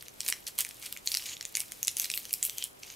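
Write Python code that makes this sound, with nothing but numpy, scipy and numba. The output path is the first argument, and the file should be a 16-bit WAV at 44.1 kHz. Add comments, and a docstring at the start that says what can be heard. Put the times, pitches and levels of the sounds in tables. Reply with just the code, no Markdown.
"""A small plastic candy wrapper is worked open by hand, close to the microphone in a quiet room.
Creases buckle with single snaps: a click, a falling shiver and a facet ringing for about a millisecond;
one low fingertip knock is made the same way. Finger movements make the film slide and crumple in swarms
of tiny noise ticks that ring its tautness; the held film slides and ticks faintly throughout. A nearby
surface and the room answer with decaying noise reflections, over a low hush of coloured noise and hum."""
import sys
import numpy as np
from scipy import signal
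from scipy.fft import rfft, irfft
from scipy.io import wavfile
from numba import njit

SR = 44100
rng = np.random.default_rng(int(sys.argv[2]) if len(sys.argv) > 2 else 0)


def store_wav(level_fs):
    """Save 16-bit WAV to argv[1]."""
    pcm = np.round(np.clip(np.atleast_2d(level_fs), -1, 1) * 32767)
    wavfile.write(sys.argv[1], SR, pcm.T.astype(np.int16))


N = 130095  # length [samples]

# Room hush, common to both ears: (frequency [Hz], gain [dB])
HUSH_COLOUR = [(15, -50), (25, 0), (400, -3.5), (1400, -12), (15000, -36.5)]
# Room hush, differing between the ears: (frequency [Hz], gain [dB])
HUSH_SIDE_COLOUR = [(30, -24), (190, -5), (600, -2), (15000, -26.5)]
# Faint sliding and ticking of the held film: (time [s], level [dB])
HOLD_LEVELS = [(.07, -56), (.15, -59.5), (.26, -42.5), (.43, -57), (.69, -50.5), (.75, -53.5), (0.898, -48),
               (1.02, -58), (1.15, -38.5), (1.38, -55), (1.76, -51), (2.24, -48.5), (2.66, -51),
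               (2.73, -63.5), (2.85, -55)]
# Colour of the film: (frequency [Hz], gain [dB])
FILM_COLOUR = [(300, -15.5), (1500, -8.5), (2300, 2), (13000, 2.5), (16000, -4.5)]
# One finger movement per row: (start [s], length [s], level at full push [dB],
# treble tilt [dB per octave], resonance of the taut film [Hz], gain of that resonance [ratio])
RUBS = [(0.28, 0.019, -29, 2, 9350, 1.2), (0.466, 0.018, -37.5, -1, 4300, .6),
        (0.58, 0.033, -31, -0.5, 3350, 1.5), (0.824, 0.042, -43, -1.5, 2300, 0.8),
        (1.058, 0.095, -42, 4, 4430, 0.59), (1.256, 0.083, -41.5, -6.5, 6540, 2.9),
        (1.557, 0.061, -38, 4, 2180, 1.8), (1.973, 0.075, -35, 3.5, 6400, 0.24),
        (2.113, 0.077, -37.5, 12, 7800, 1.4), (2.432, 0.034, -29.5, 11, 3080, 3.2),
        (2.48, 0.1, -52, 9.5, 3020, 18), (2.573, 0.082, -44.5, 5, 3060, 15),
        (2.825, 0.115, -51, -4, 6230, 1.4)]
# One snap per row, with one low fingertip knock at 0.5895 s; levels over 1 ms before the room:
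# (time [s], ring pitch [Hz], body level [dB], middle level [dB], treble level [dB])
SNAPS = [(0.0252, 8800, -42, -46.5, -35.5), (0.0834, 6330, -44.5, -37, -41),
         (0.2056, 5630, -36, -23.5, -27.5), (0.2636, 7200, -36.5, -29.5, -32),
         (0.2865, 9270, -27.5, -27, -17), (0.325, 1904, -22, -21.5, -30), (0.4684, 5800, -47, -29.5, -34.5),
         (0.5883, 9300, -41, -27, -16.5), (0.5895, 1010, -36.5, -51, -52), (0.607, 8560, -37, -23.5, -21),
         (0.649, 2360, -31.5, -31.5, -29.5), (0.6666, 11100, -42, -44, -37), (0.71, 5430, -40.5, -41, -47),
         (0.8622, 9440, -45, -37.5, -30.5), (0.926, 11450, -36.5, -32.5, -27),
         (0.9651, 2300, -35.5, -46, -54), (0.9736, 7300, -39.5, -35, -38), (1.0742, 4460, -33, -15.5, -33),
         (1.118, 4640, -39, -22.5, -28.5), (1.1428, 5900, -34, -19, -36), (1.1495, 4760, -28.5, -21, -25),
         (1.1714, 5460, -35, -19, -24), (1.368, 3720, -41.5, -34, -68), (1.4102, 5460, -36.5, -28, -40),
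         (1.427, 6840, -42, -36, -40), (1.4525, 7130, -38.5, -26, -33), (1.5529, 7030, -30.5, -18.5, -28),
         (1.5702, 2210, -27, -24, -23), (1.604, 10400, -37.5, -26, -22.5), (1.7206, 8860, -39, -34, -29.5),
         (1.8299, 6490, -36, -21, -22.5), (1.849, 6170, -53, -28.5, -32), (1.8724, 8000, -47, -23, -27),
         (1.8809, 6900, -25, -15, -18), (1.969, 10300, -37, -25.5, -22.5), (1.9983, 6230, -32, -19, -18.5),
         (2.0449, 4840, -36, -25, -39), (2.0561, 5200, -35, -31, -31.5), (2.101, 2550, -27.5, -25, -27.5),
         (2.1153, 3790, -42, -25, -36), (2.139, 2610, -25.5, -26.5, -49),
         (2.1755, 13100, -33, -28.5, -22.5), (2.2535, 6240, -39, -34.5, -37),
         (2.3085, 2470, -39.5, -35, -64), (2.3299, 10050, -39.5, -34, -15.5),
         (2.3384, 11900, -35.5, -22, -18.5), (2.428, 7870, -33.5, -17.5, -19.5),
         (2.4512, 10140, -36, -30, -19), (2.4967, 6100, -36.5, -27.5, -29.5),
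         (2.583, 13500, -40.5, -25.5, -27.5), (2.6249, 3300, -31.5, -26, -47),
         (2.6405, 9820, -56, -28, -21.5), (2.8331, 2420, -38.5, -34.5, -58),
         (2.9016, 6340, -44, -34.5, -59)]
# Edges of the body, middle and treble bands: (frequency [Hz])
SNAP_EDGES_HZ = [1000, 3200, 8000, 16000]

# Background
HUSH_DB, HUSH_SIDE_DB = -61.5, -57
HUM_HZ, HUM_DB = 120, -76
# Reflections: levels relative to the dry wrapper, widths are the share sent to the side
ECHO_S, ECHO_DB, ECHO_SMEAR_S = 0.0061, -20, 0.0022
EARLY_DB, EARLY_T60_S, EARLY_WIDTH = -15.5, 0.077, 0.47
ROOM_DB, ROOM_T60_S, ROOM_WIDTH = -14, 0.24, 0.18
DIRECT_SIDE_DB = -20
# Film and its ticks
FILM_CUT_HZ = 966  # so small a sheet radiates little bass
TOP_HZ = 15500
TILT_FROM_HZ = 4100  # the tilts act above this
TICK_S, TICK_WIDTH_BANDS = 0.0006, 1.7
HOLD_TICKS_PER_S, HOLD_SPREAD_DB = 350, 4
HOLD_SLIDE_DB = 0  # smooth slide, relative to the ticks
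# Finger movements
TICKS_PER_S, TICK_SPREAD_DB = 3500, 4.5
RUB_ATTACK_S, RUB_RELEASE_S = 0.0015, 0.0093
CATCH_S, CATCH_DB = 0.005, 1.5  # the fingers catch and slip
TAUT_Q = 11
TAUT_RISE_OCT_PER_S = 0.73  # the resonance climbs as the film is pulled tight
SLIDE_SHARE = 0.43  # the tauter the film, the more smooth slide joins the ticks
# Snaps: shares are mixed before the bands are levelled
RING_S, RING_SHARE = 0.00079, 0.32
FLUTTER_S, FLUTTER_SHARE = 0.00048, 0.57  # the film shivers just after it buckles
BEND_S = 0.000991  # bending waves disperse: the highs arrive first
LEAD_IN_S, LEAD_IN_DB = 0.0016, -25  # a faint noise swell just before each crack, relative to the flutter
CUT_RISE_HZ_PER_DB = 43  # the thinner the snap, the higher its bass cut
CEILING = 0.5  # full scale is 1


def undb(db):
    """Decibels to gain."""
    return 10 ** (np.asarray(db) / 20)


def level(x, db):
    """Set the rms level."""
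    return x * undb(db) / np.sqrt(np.mean(x ** 2))


def colour(x, points, tilt_db=0):
    """Shape a spectrum by (Hz, dB) points and a treble tilt per octave."""
    f = np.maximum(np.arange(len(x) // 2 + 1) * SR / len(x), 1)
    hz, db = np.array(points).T
    curve_db = np.interp(np.log(f), np.log(hz), db)
    octaves_up = np.log2(np.maximum(f / TILT_FROM_HZ, 1))
    return irfft(rfft(x) * undb(curve_db + tilt_db * octaves_up), len(x))


def stereo(mid, side):
    """Left and right from mid and side."""
    return np.array([mid + side, mid - side])


@njit
def resonate(x, hz, q):
    """Band-pass with a moving centre, gain 1 there."""
    y, band, low = np.empty(len(x)), 0., 0.
    for i in range(len(x)):
        g = np.tan(np.pi * hz[i] / SR)
        v = (band + g * (x[i] - low)) / (1 + g * (g + 1 / q))
        band = 2 * v - band
        low = low + 2 * g * v
        y[i] = v / q
    return y


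def hush():
    """Steady room noise, coloured apart for mid and side, with a faint mains hum."""
    mid = level(colour(rng.standard_normal(N), HUSH_COLOUR), HUSH_DB)
    side = level(colour(rng.standard_normal(N), HUSH_SIDE_COLOUR), HUSH_SIDE_DB)
    hum = level(np.sin(2 * np.pi * HUM_HZ * np.arange(N) / SR), HUM_DB)
    return stereo(mid + hum, side)


def scatter(x, delay_s, t60_s, db):
    """A delayed spray of noise reflections that dies away by 60 dB in t60_s."""
    t = np.arange(SR // 2) / SR - delay_s
    decay = (t >= 0) * np.exp(-np.log(1000) * np.maximum(t, 0) / t60_s)
    spray = rng.standard_normal(len(t)) * decay
    return signal.fftconvolve(x, spray * undb(db) / np.linalg.norm(spray))[:N]


def room(x):
    """The direct sound, one near reflection, early scatter and a longer tail, with noise for width."""
    mid = x + scatter(x, ECHO_S, ECHO_SMEAR_S, ECHO_DB)
    side = scatter(x, ECHO_SMEAR_S / 2, ECHO_SMEAR_S, DIRECT_SIDE_DB)
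    early = EARLY_T60_S, EARLY_DB, EARLY_WIDTH
    tail = ROOM_T60_S, ROOM_DB, ROOM_WIDTH
    for t60_s, db, width in (early, tail):
        mid = mid + scatter(x, ECHO_S, t60_s, db)
        side = side + width * scatter(x, ECHO_S, t60_s, db)
    return stereo(mid, side)


def ticks(per_s, spread_db, bands=8):
    """Random tiny creases, many weak and a few strong, each a short noise shiver around its own pitch."""
    chance, size = rng.random(N), rng.exponential(size=N)
    pitch = rng.uniform(-1.16, bands, N)  # in band numbers
    clicks = (chance < per_s / SR) * undb(spread_db * np.minimum(size, 4))
    centres = np.geomspace(FILM_CUT_HZ, TOP_HZ, bands)
    f = np.arange(N // 2 + 1) * SR / N
    decay = np.exp(-2 / (TICK_S * SR))  # of power, per sample
    spec = 0
    for k, band in enumerate(np.eye(bands)):
        share = np.exp(-((pitch - k) / TICK_WIDTH_BANDS) ** 2)
        power = signal.lfilter([1], [1, -decay], (clicks * share) ** 2)
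        shiver = np.sqrt(power) * rng.standard_normal(N)
        # crossfade into the neighbouring bands
        spec = spec + rfft(shiver) * np.sqrt(np.interp(f, centres, band))
    return irfft(spec, N)


def held_film():
    """The film slides softly under the fingers as smooth noise, with a sparse scatter of small random ticks."""
    ticking = level(ticks(HOLD_TICKS_PER_S, HOLD_SPREAD_DB), 0)
    slide = level(rng.standard_normal(N), HOLD_SLIDE_DB)
    hold_db = np.interp(np.arange(N) / SR, *np.array(HOLD_LEVELS).T)
    return level(colour(ticking + slide, FILM_COLOUR), 0) * undb(hold_db)


def rubs(size=16384, lead=1024):
    """Each finger movement lets loose an uneven swarm of ticks that rings the taut film."""
    # one random grip every CATCH_S
    grip = np.interp(np.arange(N) / SR / CATCH_S, np.arange(N), rng.standard_normal(N))
    swarm = level(ticks(TICKS_PER_S, TICK_SPREAD_DB) * undb(CATCH_DB * grip), 0)
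    swarm = np.tile(swarm, 2)  # spare length for the last rub
    out, t = np.zeros(N + size), (np.arange(size) - lead) / SR
    for start, length, db, tilt_db, hz, ring in RUBS:
        i = int(start * SR) - lead
        slide = SLIDE_SHARE * max(ring - 1, 0) * rng.standard_normal(size)
        x = colour(swarm[i:i + size] + slide, FILM_COLOUR, tilt_db)
        taut_hz = hz * 2 ** (TAUT_RISE_OCT_PER_S * np.clip(t, 0, length))
        x = x + ring * resonate(x, taut_hz, float(TAUT_Q))
        attack = np.clip(t / RUB_ATTACK_S + 0.5, 0, 1)
        push = attack * np.exp(-np.maximum(t - length, 0) / RUB_RELEASE_S)
        out[i:i + size] += level(x * push, db) * np.sqrt(np.mean(push ** 2))
    return out[:N]


def snap(hz, band_db, size=1024, lead=512, order=5):
    """One snap: a faint noise lead-in, a crack, a dispersing shiver and a ring, levelled in three bands."""
    t = np.arange(size - lead) / SR
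    # the shiver falls in pitch, jittering at every sample
    bend_hz = TOP_HZ / (1 + t / BEND_S) ** 2 * rng.uniform(0, 1.994, len(t))
    bend = np.cumsum(bend_hz) / SR
    flutter = np.sin(2 * np.pi * bend + rng.uniform(0, 2 * np.pi)) * np.exp(-t / FLUTTER_S)
    ring = np.sin(2 * np.pi * hz * t) * np.exp(-t / RING_S)
    crack = 0.5 * (t == 0)
    x = FLUTTER_SHARE * flutter + RING_SHARE * ring + crack

    swell = np.exp(np.arange(-lead, 0) / SR / LEAD_IN_S)
    lead_in = undb(LEAD_IN_DB) * FLUTTER_SHARE * rng.laplace(size=lead) * swell
    cut_hz = FILM_CUT_HZ + CUT_RISE_HZ_PER_DB * (band_db.max() - band_db[0])
    bass_cut = signal.butter(order, cut_hz, "high", fs=SR, output="sos")
    x = signal.sosfilt(bass_cut, np.concatenate([lead_in, x]))

    spec, f = rfft(colour(x, FILM_COLOUR)), np.arange(size // 2 + 1) * SR / size
    edges = np.array(SNAP_EDGES_HZ)
    centres = (edges[1:] + edges[:-1]) / 2
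    for _ in range(2):  # the second pass settles the band levels closer
        power = np.array([np.sum(abs(spec[(f >= lo) & (f < hi)]) ** 2)
                          for lo, hi in zip(edges, edges[1:])])
        have_db = 10 * np.log10(power * 2 / size / (SR / 1000))  # energy spread over 1 ms
        spec = spec * undb(np.interp(f, centres, band_db - have_db))
    return irfft(spec), lead


def snaps():
    """All the distinct snaps and the knock, each placed so that its crack falls on its time."""
    out = np.zeros(N + SR)
    for start, hz, *band_db in SNAPS:
        x, lead = snap(hz, np.array(band_db))
        i = int(start * SR) - lead
        out[i:i + len(x)] += x
    return out[:N]


def scene():
    """The wrapper in its room, over the hush."""
    wrapper = snaps() + rubs() + held_film()
    return room(wrapper) + hush()


def record(dry):
    """Round the highest peaks with a soft ceiling and cut the top with a steep low-pass."""
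    dry = CEILING * np.tanh(dry / CEILING)
    top_cut = signal.ellip(8, 0.2, 80, TOP_HZ, fs=SR, output="sos")
    return signal.sosfilt(top_cut, dry)


dry = scene()
out = record(dry)
store_wav(out)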